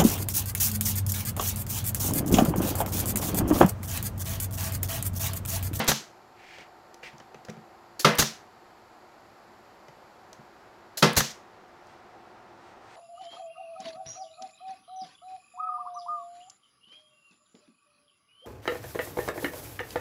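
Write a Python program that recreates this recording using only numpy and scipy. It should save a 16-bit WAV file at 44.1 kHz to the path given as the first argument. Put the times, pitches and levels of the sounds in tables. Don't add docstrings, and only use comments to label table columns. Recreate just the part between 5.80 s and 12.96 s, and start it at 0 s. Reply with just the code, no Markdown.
import sys
import numpy as np
from scipy import signal
from scipy.fft import rfft, irfft, next_fast_len
from scipy.io import wavfile
from scipy.ndimage import uniform_filter1d, map_coordinates

SR = 44100
rng = np.random.default_rng(int(sys.argv[2]) if len(sys.argv) > 2 else 0)


def to_wav(sig):
    pcm = np.clip(np.atleast_2d(sig), -1, 1) * 32767
    pcm = np.round(pcm).astype(np.int16)
    wavfile.write(sys.argv[1], SR, pcm.T)


N = 315747
AGE = np.arange(SR) / SR
CLOCK = np.arange(N) / SR


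def amp(db):
    return 10 ** (np.asarray(db) / 20)


def unit(x):
    return x / np.sqrt(np.mean(x ** 2) + 1e-20)


def along(points, hz):
    f, v = np.transpose(points)
    return np.interp(np.log(hz + 1), np.log(f + 1), v)


def wobble(rate):
    knots = rng.standard_normal(int(N * rate / SR) + 4)
    return map_coordinates(knots, [CLOCK * rate])


def filtered(x, response):
    size = next_fast_len(len(x) + 8192)
    hz = np.fft.rfftfreq(size, 1 / SR)
    return irfft(rfft(x, size) * response(hz), size)[:len(x)]


def noise(spectrum, size=SR):
    white = rng.standard_normal(size)
    return unit(filtered(white, lambda hz: amp(along(spectrum, hz))))


def burst(spectrum, rise, hold, t60):
    swell = 1 - np.exp(-AGE / rise)
    decay = amp(-60 * np.maximum(AGE - hold, 0) / t60)
    return noise(spectrum) * swell * decay


def add(track, s, sound):
    start = round(s * SR)
    part = sound[max(-start, 0):len(track) - start]
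    track[max(start, 0):][:len(part)] += part


# blow in seconds, its level in dB, wait until the exhaust in
# seconds, exhaust level in dB, level in dB of the low thump within the exhaust.
NAILS = [(-.064, 2, 0.14, -.5, -33.5), (2.2459, 0, .137, 0.5, -27.5), (5.224, 1.24, 0.14, 0, -22.5)]


def nailer():
    out = np.zeros(N)
    for s, db, wait, exhaust_db, thump_db in NAILS:
        add(out, s - .052, trigger())
        add(out, s, amp(db) * drive())
        add(out, s + .105, head_valve_spit())
        add(out, s + wait - .008, head_valve_click())
        add(out, s + wait, amp(exhaust_db) * exhaust(thump_db))
    add(out, 5.44, trigger_release())
    return out


# seconds after firing, level in dB, t60 in seconds.
BLOW_CONTACTS = [(0, -12, 0.077), (.003, -8, 0.03), (0.0101, -19, .04)]
# frequency in Hz, relative level in dB per Hz.
CRACK_COLOUR = [(88, -31), (150, -2.5), (439, 1), (716, -9), (1290, 6), (1630, -15), (2140, 0), (2400, -10),
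                (2650, -1.5), (4410, -7), (5250, -6.5), (8730, -21), (13400, -26), (16000, -39)]


def drive():
    crack = np.zeros(SR)
    for s, db, t60 in BLOW_CONTACTS:
        add(crack, s, amp(db) * burst(CRACK_COLOUR, rise=0.0013, hold=0.00072, t60=t60))
    boom = box(soft_hz=9000, swell_cycles=5.5)
    add(boom, -.006, amp(-23) * push(hz=143.4, width=0.00725))
    add(boom, .028, amp(-16.0) * push(hz=408, width=0.00288))
    add(boom, .018, amp(-21.5) * push(hz=176.6, width=0.00793))
    return shop(crack, wet_db=-3.0) + boom


# frequency in Hz, relative level in dB,
# t60 in seconds.
BOX_MODES = [(138.8, -9.5, 0.17), (165.8, -16, 0.24), (218.7, -12, 0.23), (250, -27, 0.26),
             (365.3, -22, 0.18), (395.6, -20, 0.17), (483.7, -23, 0.35), (532.3, -17, 0.16),
             (585, -21.5, .18), (668, -26, 0.27), (726, -27, .1), (892, -25.5, .25), (958, -30.5, 0.27),
             (1070, -25, .26), (1190, -20, 0.13), (1348, -20.5, 0.18), (1595, -29.5, 0.16),
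             (1697, -30, 0.33), (1860, -27, 0.19), (2055, -25.5, .27), (2536, -31, .16)]


def box(soft_hz, swell_cycles):
    hz, db, t60 = np.transpose(BOX_MODES)[:, :, None]
    strength = amp(db + rng.normal(0, 1, hz.shape)) / (1 + (hz / soft_hz) ** 2)
    life = (1 - np.exp(-AGE * hz / swell_cycles)) * amp(-60 * AGE / t60)
    pitch = hz * (1 + rng.normal(0, 0.0021, hz.shape))
    sign = (-1) ** np.arange(len(BOX_MODES))[:, None]
    return np.sum(sign * strength * life * np.sin(2 * np.pi * pitch * AGE), axis=0)


def push(hz, width):
    t = AGE - 2 * width
    return np.sin(2 * np.pi * hz * t) * np.exp(-(t / width) ** 2)


# frequency in Hz, relative level in dB per Hz.
EXHAUST_COLOUR = [(160, -30.5), (280, -5), (367, -4), (1120, -5.5), (1280, -11), (1570, -4), (2100, -8),
                  (2800, -9), (3200, -10.5), (3860, -3.5), (5420, -6.5), (6410, -2.5), (8700, -12),
                  (14200, -9), (16000, -20.5)]
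# frequency in Hz, relative level in dB per Hz.
BLEED_COLOUR = [(290, -34), (500, -28), (621, -25), (807, -37.5), (933, -22), (1020, -26.5), (1950, -6.5),
                (2570, -4.5), (6230, 1.5), (8450, -12), (13400, -19.5), (16000, -28)]
# seconds after the exhaust opens, level in dB.
PISTON_KNOCKS = [(.001, -28), (.009, -19.5), (0.03, -29.5), (0.0396, -15.5)]
# frequency in Hz, relative level in dB per Hz.
PISTON_COLOUR = [(88, 0), (150, -10), (1900, -3), (2500, -17), (3040, -5.5), (5150, -15.5), (6020, -5.5),
                 (9080, -37.5), (13200, -40), (16000, -29)]


def exhaust(thump_db):
    air = amp(-17.5) * burst(EXHAUST_COLOUR, rise=0.0035, hold=.018, t60=0.12)
    air += amp(-34.5) * burst(BLEED_COLOUR, rise=0.019, hold=0.086, t60=0.28)
    knocks = np.zeros(SR)
    for s, db in PISTON_KNOCKS:
        add(knocks, s, amp(db) * burst(PISTON_COLOUR, rise=0.00091, hold=0.0012, t60=0.035))
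    body = np.zeros(SR)
    add(body, -.004, amp(thump_db) * push(hz=78.74, width=.0095))
    add(body, .006, amp(-11) * box(soft_hz=216, swell_cycles=0.97))
    add(body, .039, amp(-10) * box(soft_hz=119.7, swell_cycles=0.74))
    hard_stop_s = PISTON_KNOCKS[-1][0]
    add(body, hard_stop_s, amp(-24) * box(soft_hz=5000, swell_cycles=1.5))
    return shop(air, wet_db=-15.5) + shop(knocks, wet_db=-12.5) + body


# frequency in Hz, relative level in dB per Hz.
VALVE_COLOUR = [(180, -40), (300, -9.5), (701, -13), (885, -30), (1610, -10.5), (2440, -15), (3130, -12),
                (3640, -10.5), (4370, -5.5), (7080, -6.5), (8790, -18), (9880, -10), (13300, -12),
                (16000, -18.5)]


def trigger():
    spit = amp(-30) * burst(VALVE_COLOUR, rise=0.0014, hold=.008, t60=.12)
    ring = np.sin(2 * np.pi * 4300 * AGE + 2 * wobble(300)[:SR])
    steel = amp(-34.0) * ring * amp(-60 * AGE / .1)
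    return shop(spit + steel, wet_db=-9.0)


# frequency in Hz, relative level in dB per Hz.
SPIT_COLOUR = [(1000, -31.5), (4000, -9.5), (9000, 3), (12000, -2.5), (16000, -2)]


def head_valve_spit():
    return shop(amp(-39.5) * burst(SPIT_COLOUR, rise=.001, hold=0.0057, t60=.012), wet_db=-11)


# frequency in Hz, relative level in dB per Hz.
TICK_COLOUR = [(300, -8.5), (1500, -14.5), (3000, -3), (6000, 6), (8500, -9.5), (16000, -17.5)]


def head_valve_click():
    return amp(-34.0) * burst(TICK_COLOUR, rise=.0005, hold=0.0021, t60=0.0066)


def trigger_release():
    leak = amp(-45) * burst(BLEED_COLOUR, rise=.03, hold=.076, t60=.06)
    add(leak, .064, amp(-46) * burst(TICK_COLOUR, rise=.001, hold=.012, t60=.01))
    return leak


def click():
    return burst(TICK_COLOUR, rise=.0002, hold=0.0008, t60=0.017)


# frequency in Hz, relative level in dB per Hz.
KNOCK_COLOUR = [(100, -5.5), (300, -4), (520, 10.5), (1000, -4), (1700, -1.5), (3000, -8.5), (6000, -26),
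                (16000, -87)]


def knock():
    return burst(KNOCK_COLOUR, rise=0.00053, hold=0.0017, t60=0.047)


def stroke(start, rise, length, db, t60):
    speed = np.clip((CLOCK - start) / rise, 0, 1)
    return speed * amp(db - 60 * np.maximum(CLOCK - start - length, 0) / t60)


# start in seconds, speeding-up in seconds,
# length in seconds, level in dB.
NOSE_SLIDES = [(0.535, .2, 0.28, -50), (1.227, .004, 0.046, -44.5)]
# frequency in Hz, relative level in dB per Hz.
SCRAPE_COLOUR = [(400, -15), (1200, -20), (1700, -5.5), (2350, -2.5), (3000, -9), (3800, -14.5),
                 (5000, -16.5), (7200, -24), (10500, -36), (15000, -39)]


def slides():
    gain = sum(stroke(*row, t60=0.21) for row in NOSE_SLIDES)
    return gain * noise(SCRAPE_COLOUR, size=N) * amp(wobble(120))


# start in seconds,
# speeding-up in seconds, length in seconds, level in dB.
HOSE_BRUSHES = [(6.0, 0.087, 0.12, -64.5), (6.74, 0.15, .16, -63), (7.0, .14, .16, -58)]
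# frequency in Hz, relative level in dB per Hz.
CLOTH_COLOUR = [(300, -6), (2000, 8), (5000, -1), (8500, -7), (11000, -20), (16000, -28)]


def brushes():
    gain = sum(stroke(*row, t60=0.4) for row in HOSE_BRUSHES)
    return gain * noise(CLOTH_COLOUR, size=N)


# time in seconds, level in dB, hardness of the contact 0-1.
NOSE_BUMPS = [(0.784, -43.5, 1), (0.809, -46.5, .95), (1.231, -42.5, 0.9), (1.332, -37, 0.24),
              (1.4, -42, 1), (1.5447, -38.5, 0.72), (1.6846, -24, .17), (1.695, -24.5, 0.2),
              (1.767, -31.5, .12), (4.0832, -39.5, 0.5), (4.586, -35, 0)]
# time in seconds, level in dB.
TIP_CLICKS = [(1.143, -44), (1.3816, -52), (1.6497, -43), (1.7, -42), (4.5296, -43), (6.0693, -60)]


def handling():
    steel_in_bump_db, wood_in_click_db = -11.5, -7.5
    out = slides() + brushes()
    for s, db, hardness in NOSE_BUMPS:
        contact = np.clip(hardness, 0, 1) * (knock() + amp(steel_in_bump_db) * click())
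        ring = box(soft_hz=301, swell_cycles=0.59)
        add(out, s, amp(db) * (shop(contact, wet_db=-7.5) + ring))
    for s, db in TIP_CLICKS:
        contact = click() + amp(wood_in_click_db) * knock()
        add(out, s, amp(db) * shop(contact, wet_db=-10.0))
    return out


# frequency in Hz, relative level in dB per Hz.
RUSH_COLOUR = [(25, -21.5), (60, -11), (110, -7), (150, -11.5), (215, -5), (290, -9.5), (345, 0), (450, -6),
               (780, -2), (1350, -8), (2000, -14), (3200, -22.5), (5500, -26.5), (9000, -39.5),
               (16000, -48.5)]


def fan_rush():
    return amp(-55.5 + 0.43 * CLOCK) * noise(RUSH_COLOUR, size=N)


# frequency in Hz, level in dB before the common swell.
FAN_TONES = [(113.0, -74.5), (344.5, -68.5), (732.1, -62), (753.7, -73), (786.0, -66.5), (899.0, -66),
             (1254, -73.5), (1292, -77), (1373, -73), (1830, -77.5), (1943, -80)]


def fan_tones():
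    swing_db, period_s, crest_s = 2.5, 5.3, 1.6
    tones = np.zeros(N)
    for hz, db in FAN_TONES:
        level = amp(db + 1.8 * wobble(2.4))
        tones += level * np.sin(2 * np.pi * hz * CLOCK + .5 * wobble(3))
    swell_db = 0.5 + swing_db * np.cos(2 * np.pi * (CLOCK - crest_s) / period_s)
    return amp(swell_db) * tones


def fan():
    return fan_rush() + fan_tones()


# centre in Hz, width in Hz to half amplitude
# either side, level in dB before the common trim and fade.
NOISE_BANDS = [(4500, 710, -71.5), (7140, 680, -76.5), (11300, 970, -79), (13880, 700, -84)]


def faint_bands():
    bands = np.zeros(N)
    for hz, width, db in NOISE_BANDS:
        white = rng.standard_normal(N)
        bands += amp(db) * unit(filtered(white, lambda f: 1 / (1 + ((f - hz) / width) ** 2)))
    return amp(-1.26 - 3.5 * np.maximum(CLOCK - 4.3, 0)) * bands


# frequency in Hz, t60 in seconds.
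SHOP_DECAY = [(150, 0.75), (600, 0.32), (2000, 0.44), (6000, 0.21), (14000, 0.21)]


def shop(x, wet_db):
    hz, t, z = signal.stft(x, SR, nperseg=128)
    power = np.abs(uniform_filter1d(np.abs(z) ** 2, size=3, axis=0))
    fade = amp(-120 * t / along(SHOP_DECAY, hz)[:, None]) * (1 - np.exp(-t / 0.011))
    fade = fade / fade.sum(axis=1, keepdims=True)
    stored = np.abs(signal.fftconvolve(power, fade, axes=1))[:, :len(t)]
    grain = signal.stft(rng.standard_normal(SR), nperseg=128)[2]
    tail = signal.istft(grain / np.std(grain) * np.sqrt(stored), nperseg=128)[1][:SR]
    held = filtered(tail, lambda f: 1 - 1 / (1 + (f / 160) ** 4))
    return x + amp(wet_db) * held


def scene():
    return (nailer() + handling() + fan() + faint_bands())[None]


def record(dry):
    rounded = dry[0] / (1 + np.abs(dry[0] / .7) ** 4) ** (1 / 4)
    return filtered(rounded, lambda hz: 1 / np.sqrt(1 + (hz / 15950) ** 200))[None]


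dry = scene()
out = record(dry)
to_wav(out)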